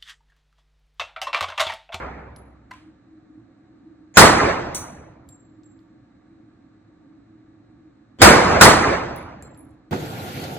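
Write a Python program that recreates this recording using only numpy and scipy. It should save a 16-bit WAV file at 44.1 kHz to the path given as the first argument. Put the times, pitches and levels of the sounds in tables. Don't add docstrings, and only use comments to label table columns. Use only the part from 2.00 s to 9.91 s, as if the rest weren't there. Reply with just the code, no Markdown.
import sys
import numpy as np
from scipy import signal
from scipy.fft import rfft, irfft
from scipy.io import wavfile
from scipy.ndimage import uniform_filter1d, minimum_filter1d

SR = 44100
rng = np.random.default_rng(int(sys.argv[2]) if len(sys.argv) > 2 else 0)


def undo_db(level):
    steps = np.asarray(level, float) / 20
    return 10 ** steps


def waveform_to_disk(signal):
    frames = np.transpose(np.atleast_2d(signal))
    scaled = np.clip(frames, -1, 1) * 32767
    samples = np.round(scaled).astype(np.int16)
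    wavfile.write(sys.argv[1], SR, samples)


N = 348831

# f/Hz, level/dB per Hz
AIR_TONE = [(15, -29), (30, -12), (50, -4), (85, -6), (160, -1.5), (300, 2.5), (360, -7), (480, -14.5),
            (700, -13.5), (990, -22.5), (1130, -15), (2200, -24.5), (3200, -35), (9800, -51.5)]
# f/Hz, width/Hz, level/dB
DUCT_MODES = [(65, 12, -72), (113, 20, -62), (219, 18, -66.5), (278, 19, -59), (315, 17, -54.5),
              (530, 12, -75.5), (737, 18, -75), (910, 16, -80), (1180, 60, -78.5), (1670, 200, -77),
              (4000, 710, -80.5)]
# t/s, level over the lull/dB, length/s
AIR_SURGES = [(0.87, 8.5, 0.05), (1.16, 7.5, 0.094), (1.357, 10.5, 0.18), (1.92, 11, 0.22), (3.36, 7, 0.33),
              (3.67, 10.5, 0.14), (3.967, 8.5, 0.045), (4.39, 9.5, 0.087), (4.616, 5.5, 0.066),
              (5.152, 10.5, 0.17), (5.499, 6, 0.27), (5.79, 7.5, .12), (7.66, 12, 0.097)]
# f/Hz, likeness/0..1
PORT_LIKENESS = [(60, .93), (150, 1), (300, .88), (640, 0.3), (1400, 0.49), (2100, 0.6), (2750, 0.097),
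                 (4100, .5), (4800, 0.76), (6200, 0.81), (7800, .93), (9200, .93), (10300, 0.41),
                 (11700, 0.89), (14000, 0.83)]
# f/Hz, level/dB
PORT_TILT = [(60, -2), (180, -1), (550, -2.5), (1650, -1), (4970, -1.0), (15000, 1)]
# t/s, level/dB, rise/s
BENCH_KNOCKS = [
    (0.7066, -34.5, 0.0073),
    (.7345, -45, 0.0032),
]
# f/Hz, level/dB, time to fall 60 dB/s
BENCH_MODES = [(1021, 2.5, 0.09), (1600, 9, 0.015), (1986, 8.5, 0.015), (2620, -7, 0.0106),
               (3499, -11, 0.0054), (4200, 0.5, .005), (5680, -6, 0.0037), (7500, -14, 0.0018)]
# t/s, tick level/dB, tick f/Hz, ring level/dB, ring f/Hz
BRASS_BOUNCES = [(.3620, -38, 4260, -52.5, 10550), (2.7470, -29, 8395, -36.5, 6050),
                 (2.7472, -36, 4200, -49, 4220), (3.289, -44, 9375, -47, 7450),
                 (3.2890, -44, 4100, -65, 11600), (3.634, -50, 4200, -56.5, 7480),
                 (3.791, -54.5, 3700, -72, 11530), (7.1614, -35, 13500, -47, 10850),
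                 (7.4241, -36, 8340, -50, 7470), (7.4243, -46, 4330, -62, 4170),
                 (7.547, -51, 4000, -70, 10850), (7.575, -60.5, 11900, -49, 10870),
                 (7.707, -62, 8000, -74, 10800)]
# t/s, level/dB, time to fall 60 dB/s
PANEL_HIT = (2.7468, -25.5, 0.18)
# f/Hz, level/dB per Hz
PANEL_COLOUR = [(1500, -45), (2500, -22.5), (4200, -12), (5300, -12), (5900, 0), (6800, -7.5), (9900, -5.5),
                (11700, -9.5), (13000, -12), (15000, -10.5), (15900, -25)]
# f/Hz, level/dB per Hz
BOOTH_TONE = [(18, -50.5), (35, -27.5), (95, -11), (230, -8), (600, -9), (1000, -6.5), (2000, -11),
              (3000, -21.5), (4500, -16.5), (7400, -22), (10000, -24), (12600, -27.5), (15200, -32.5),
              (17000, -37.5)]
# f/Hz, fall/dB per s
BOOTH_DECAY = [(50, 117.5), (200, 94.5), (800, 110.5), (3000, 135), (8000, 161), (15000, 221.5)]
# f/Hz, level/dB per Hz
HALL_TONE = [(18, -50), (30, -23), (90, -4), (215, -6), (600, -3.5), (1320, -6.5), (2290, -14.5),
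             (3200, -26), (4900, -25.5), (6900, -32), (9900, -48), (12000, -54), (14600, -64.5),
             (15600, -90)]
# f/Hz, fall/dB per s
HALL_DECAY = [(40, 24.5), (120, 29), (400, 43), (1400, 52.5), (3500, 58), (7000, 73.5), (11000, 110.5),
              (15000, 142.5)]
# settled level/dB, first level/dB, fill-up t/s, backstop echo level/dB, echo t/s
LANE_ANSWERS = [
    (-3.5, -11, .17, 2.5, .31),
    (-1, -1.5, .12, 6, .34),
]
# f/Hz, level/dB
FAR_BOOTH_COLOUR = [(300, -1), (1500, 1.5), (2300, 3), (2900, -2), (6000, -5), (10000, -1)]
# t/s, blast level/dB, lane (0 next, 1 own, 2 far booth), low hall mode level/dB, body thump level/dB
SHOT_LIST = [
    (-.5, -4, 2, -21, -9.5),
    (2.171, 1, 0, -34.5, -7),
    (6.2174, -0.5, 1, -30, -2.5),
    (6.611, 0, 0, -36, -5.5),
]


def evened(x):
    return x / np.sqrt(np.mean(x ** 2) + 1e-20)


def read(points, hz):
    f, value = np.transpose(points)
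    return np.interp(np.log(hz + 1), np.log(f + 1), value)


def level(points, hz):
    gain = undo_db(read(points, hz))
    return gain / np.sqrt(np.sum(gain ** 2))


def bump(t, centre, length):
    return np.exp(-((t - centre) / length) ** 2)


def sine(hz, t):
    return np.sin(2 * np.pi * hz * t)


def filtered(x, hz, kind):
    return signal.sosfilt(signal.butter(2, hz, kind, fs=SR, output="sos"), x)


def add(mix, s, sound):
    start = round(s * SR)
    part = mix[:, max(start, 0):max(start + sound.shape[1], 0)]
    part += sound[:, max(-start, 0):][:, :part.shape[1]]


def lead(hz):
    delay_s, from_hz = .000135, 1300
    return 2 * np.pi * delay_s * np.maximum(hz - from_hz, 0)


def ports(x):
    size = len(x) + 64
    hz = np.fft.rfftfreq(size, 1 / SR)
    left = irfft(rfft(x, size) * np.exp(1j * lead(hz)), size)[:len(x)]
    return np.array([left, x])


def field(seconds, magnitude, size=512):
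    hop = size // 4
    frames = int(seconds * SR) // hop + 5
    hz = np.fft.rfftfreq(size, 1 / SR)[:, None]
    a, b, c, d = rng.standard_normal((frames, len(hz), 4)).T
    same = np.clip(read(PORT_LIKENESS, hz), 0, 1)
    right = a + 1j * b
    left = same * right + np.sqrt(1 - same ** 2) * (c + 1j * d)
    left = left * np.exp(1j * lead(hz))
    lean = undo_db(read(PORT_TILT, hz) / 2)
    z = np.array([left * lean, right / lean]) * magnitude(hz, np.arange(frames) * hop / SR)
    return signal.istft(z, nperseg=size, noverlap=size - hop)[1][:, :int(seconds * SR)]


def lumps(hz, t):
    patches = rng.standard_normal((len(t), len(hz))).T
    patches = uniform_filter1d(patches, size=5, axis=0)
    patches = uniform_filter1d(patches, size=5, axis=1)
    patchy_db = 2.5
    return undo_db(patchy_db * evened(patches))


def self_noise():
    return undo_db(-85.5) * evened(filtered(rng.standard_normal((2, N)), (4400, 8600), "band"))


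def ventilation():
    air_db, lull_db = -55, -5.5
    air = undo_db(air_db) * field(N / SR + .1, lambda hz, t: level(AIR_TONE, hz), size=2048)[:, :N]

    def resonances(hz, t):
        surge_db = np.max([db * bump(t, s, length) for s, db, length in AIR_SURGES], axis=0)
        main_duct = abs(hz - 300) < 60
        swell = undo_db(main_duct * (lull_db + surge_db))
        power = sum(undo_db(2 * db) * 12.0 / w / (1 + (2 * (hz - f) / w) ** 4) for f, w, db in DUCT_MODES)
        return swell * np.sqrt(power)

    return air + field(N / SR + .1, resonances, size=4096)[:, :N]


def knocks():
    out, t = np.zeros((2, N)), np.arange(SR // 2) / SR
    body = sum(undo_db(db - 60 * t / t60) * sine(hz, t) for hz, db, t60 in BENCH_MODES)

    def tail_shape(f, u):
        return undo_db(-15 - 60 * u / .5) * f ** 4 / (f ** 4 + 900 ** 4) / (1 + (f / 1600) ** 2)

    for s, db, rise in BENCH_KNOCKS:
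        push = rng.standard_normal(len(t)) * (t / rise) ** 2 * np.exp(-(t / rise) ** 2)
        ring = filtered(signal.fftconvolve(push, body)[:len(t)], 850, "high")
        ring = ring / abs(ring).max() * 2
        tail = field(.5, tail_shape, size=256) * np.minimum(t / 0.022, 1)
        add(out, s, undo_db(db) * (ring + tail))
    return out


def panel():
    out, t = np.zeros((2, N)), np.arange(SR // 2) / SR
    s, db, t60 = PANEL_HIT

    def shape(f, u):
        quick = undo_db(db - 60 * u / t60)
        slow = undo_db(db - 11.5 - 60 * u / (.9 - f / 30000))
        return level(PANEL_COLOUR, f) * (quick + slow)

    add(out, s, field(.5, shape, size=256) * np.cos(np.pi * t))
    return out


def brass():
    out, t = np.zeros((2, N)), np.arange(SR // 2) / SR
    longest_t60_s, best_hz, slope = 0.7, 6200, 1.6
    for s, tick_db, tick_hz, ring_db, hz in BRASS_BOUNCES:
        burst = undo_db(tick_db + 1 - 60 * t / 0.011) * rng.standard_normal(len(t))
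        edges = [tick_hz * .76, min(tick_hz * 1.3, 16500)]
        tick = filtered(burst, edges, "band") + undo_db(-19.5) * burst

        t60 = longest_t60_s * np.exp(-slope * abs(np.log(hz / best_hz)))
        spread = 1 + .005 * rng.standard_normal(12)
        blurred = np.sin(2 * np.pi * (hz * t[:, None] * spread + rng.random(12))).sum(1) / 4
        tube = undo_db(-60 * t / t60) * (blurred + 0.65 * sine(hz, t)) * np.cos(np.pi * t)
        upper = undo_db(-23.5 - 60 * t / 0.2) * (.3 * sine(14900, t) + sine(11600, t))
        ring = undo_db(ring_db) * (tube + upper)

        def echo_shape(f, u):
            return undo_db(tick_db - 32.5 - 60 * u / 0.21) / (1 + (np.log((f + 1) / tick_hz) / 0.47) ** 2)

        echo = field(.5, echo_shape, size=128) * np.minimum(t / 0.002985, 1)
        add(out, s, tick + ports(ring) + echo)
    return out


def lane(settled_db, first_db, fill_s, echo_db, echo_s):
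    booth_db, hall_db = 3, -18
    filling_s, echo_length_s = .03, .07

    def booth_shape(hz, t):
        return level(BOOTH_TONE, hz) * undo_db(booth_db - read(BOOTH_DECAY, hz) * t) * lumps(hz, t)

    def slap_shape(hz, t):
        return level(HALL_TONE, hz) * undo_db(-5) * bump(t, .062, .022)

    def hall_shape(hz, t):
        return level(HALL_TONE, hz) * undo_db(hall_db - read(HALL_DECAY, hz) * (t - 0.3347)) * lumps(hz, t)

    booth = field(1.8, booth_shape)
    add(booth, 0, field(.2, slap_shape))
    hall = field(1.8, hall_shape, size=1024)
    t = np.arange(booth.shape[1]) / SR
    filled = 1 / (1 + np.exp((fill_s - t) / filling_s))
    swell_db = first_db + (settled_db - first_db) * filled + echo_db * bump(t, echo_s, echo_length_s)
    u = t / 0.00035
    blast = undo_db(4.5) * (1 - u) * np.exp(-u)
    return blast + np.minimum(t / 0.00048, 1) * (booth + hall * undo_db(swell_db))


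def hiss_ahead():
    length = 1320
    before = np.arange(length) / SR - length / SR

    def shape(f, u):
        patches_db = 6 * np.repeat(rng.standard_normal(len(f)), 3)[:len(f), None]
        return level(BOOTH_TONE, f) * undo_db(f / 1600 + patches_db) / (1 + (f / 7900) ** 30) + 0 * u

    hiss = field(.04, shape, size=256)[:, :length]
    return before[0], hiss * undo_db(-20 + 1000 * before) * np.minimum((1 + before / 0.039) * 4, 1)


def shots():
    out, t = np.zeros((2, N)), np.arange(2 * SR) / SR
    lanes = [lane(*row) for row in LANE_ANSWERS]
    own = lanes[1]
    colour = undo_db(read(FAR_BOOTH_COLOUR, np.fft.rfftfreq(2 * SR, 1 / SR)))
    lanes.append(irfft(rfft(own, 2 * SR) * colour)[:, :own.shape[1]])
    for s, db, which, mode_db, thump_db in SHOT_LIST:
        add(out, s, undo_db(db) * lanes[round(which)])
        turns = 60 * t + 1.4 * (1 - np.exp(-t / .02))
        thump = undo_db(thump_db - 60 * t / 0.17) * np.sin(2 * np.pi * turns) * np.minimum(t / 0.01, 1)
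        mode = undo_db(mode_db - 31 * t) * sine(64, t) * np.minimum(t / .05, 1)
        add(out, s, (thump + mode) * np.ones((2, 1)))
        offset_s, hiss = hiss_ahead()
        add(out, s + offset_s, hiss)
    return out


def scene():
    return self_noise() + ventilation() + knocks() + panel() + brass() + shots()


def thin_treble(x):
    hz, _, z = signal.stft([x[0] + x[1], x[0] - x[1]], SR, nperseg=1024)
    hz = hz[:, None]
    power = uniform_filter1d(abs(z) ** 2, size=9, axis=1)
    power = uniform_filter1d(power, size=3, axis=2)
    calm = power.sum((0, 1)) < undo_db(-2 * 5)
    margin_db = np.where((hz > 11250) & calm, 2, 8.5)
    weak = (power < power[::-1] * undo_db(-2 * margin_db)) & (hz > 4300)
    above = -minimum_filter1d(-power.max(0), size=51, axis=0, origin=-25)
    weak[0] |= (power[0] < above * undo_db(-2 * 19)) & (abs(hz - 5000) < 560)
    masked_db = np.maximum(-103, 10 * np.log10(power.max((0, 1)) + 1e-20) - 56)
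    faint = (power < undo_db(2 * masked_db + 30 * (hz > 15250))) & (hz > 8300)
    gain = np.where(weak | faint, undo_db(-29), 1)
    mid, side = signal.istft(z * gain, SR, nperseg=1024)[1][:, :N]
    return np.array([mid + side, mid - side]) / 2


def low_pass(x):
    return signal.sosfilt(signal.butter(12, 16110, fs=SR, output="sos"), x)


def record(dry):
    heard = filtered(dry, 36, "high")
    flat = heard / (1 + abs(heard) ** 8) ** (1 / 8)
    mix = thin_treble(flat)
    return low_pass(mix)


dry = scene()
out = record(dry)
waveform_to_disk(out)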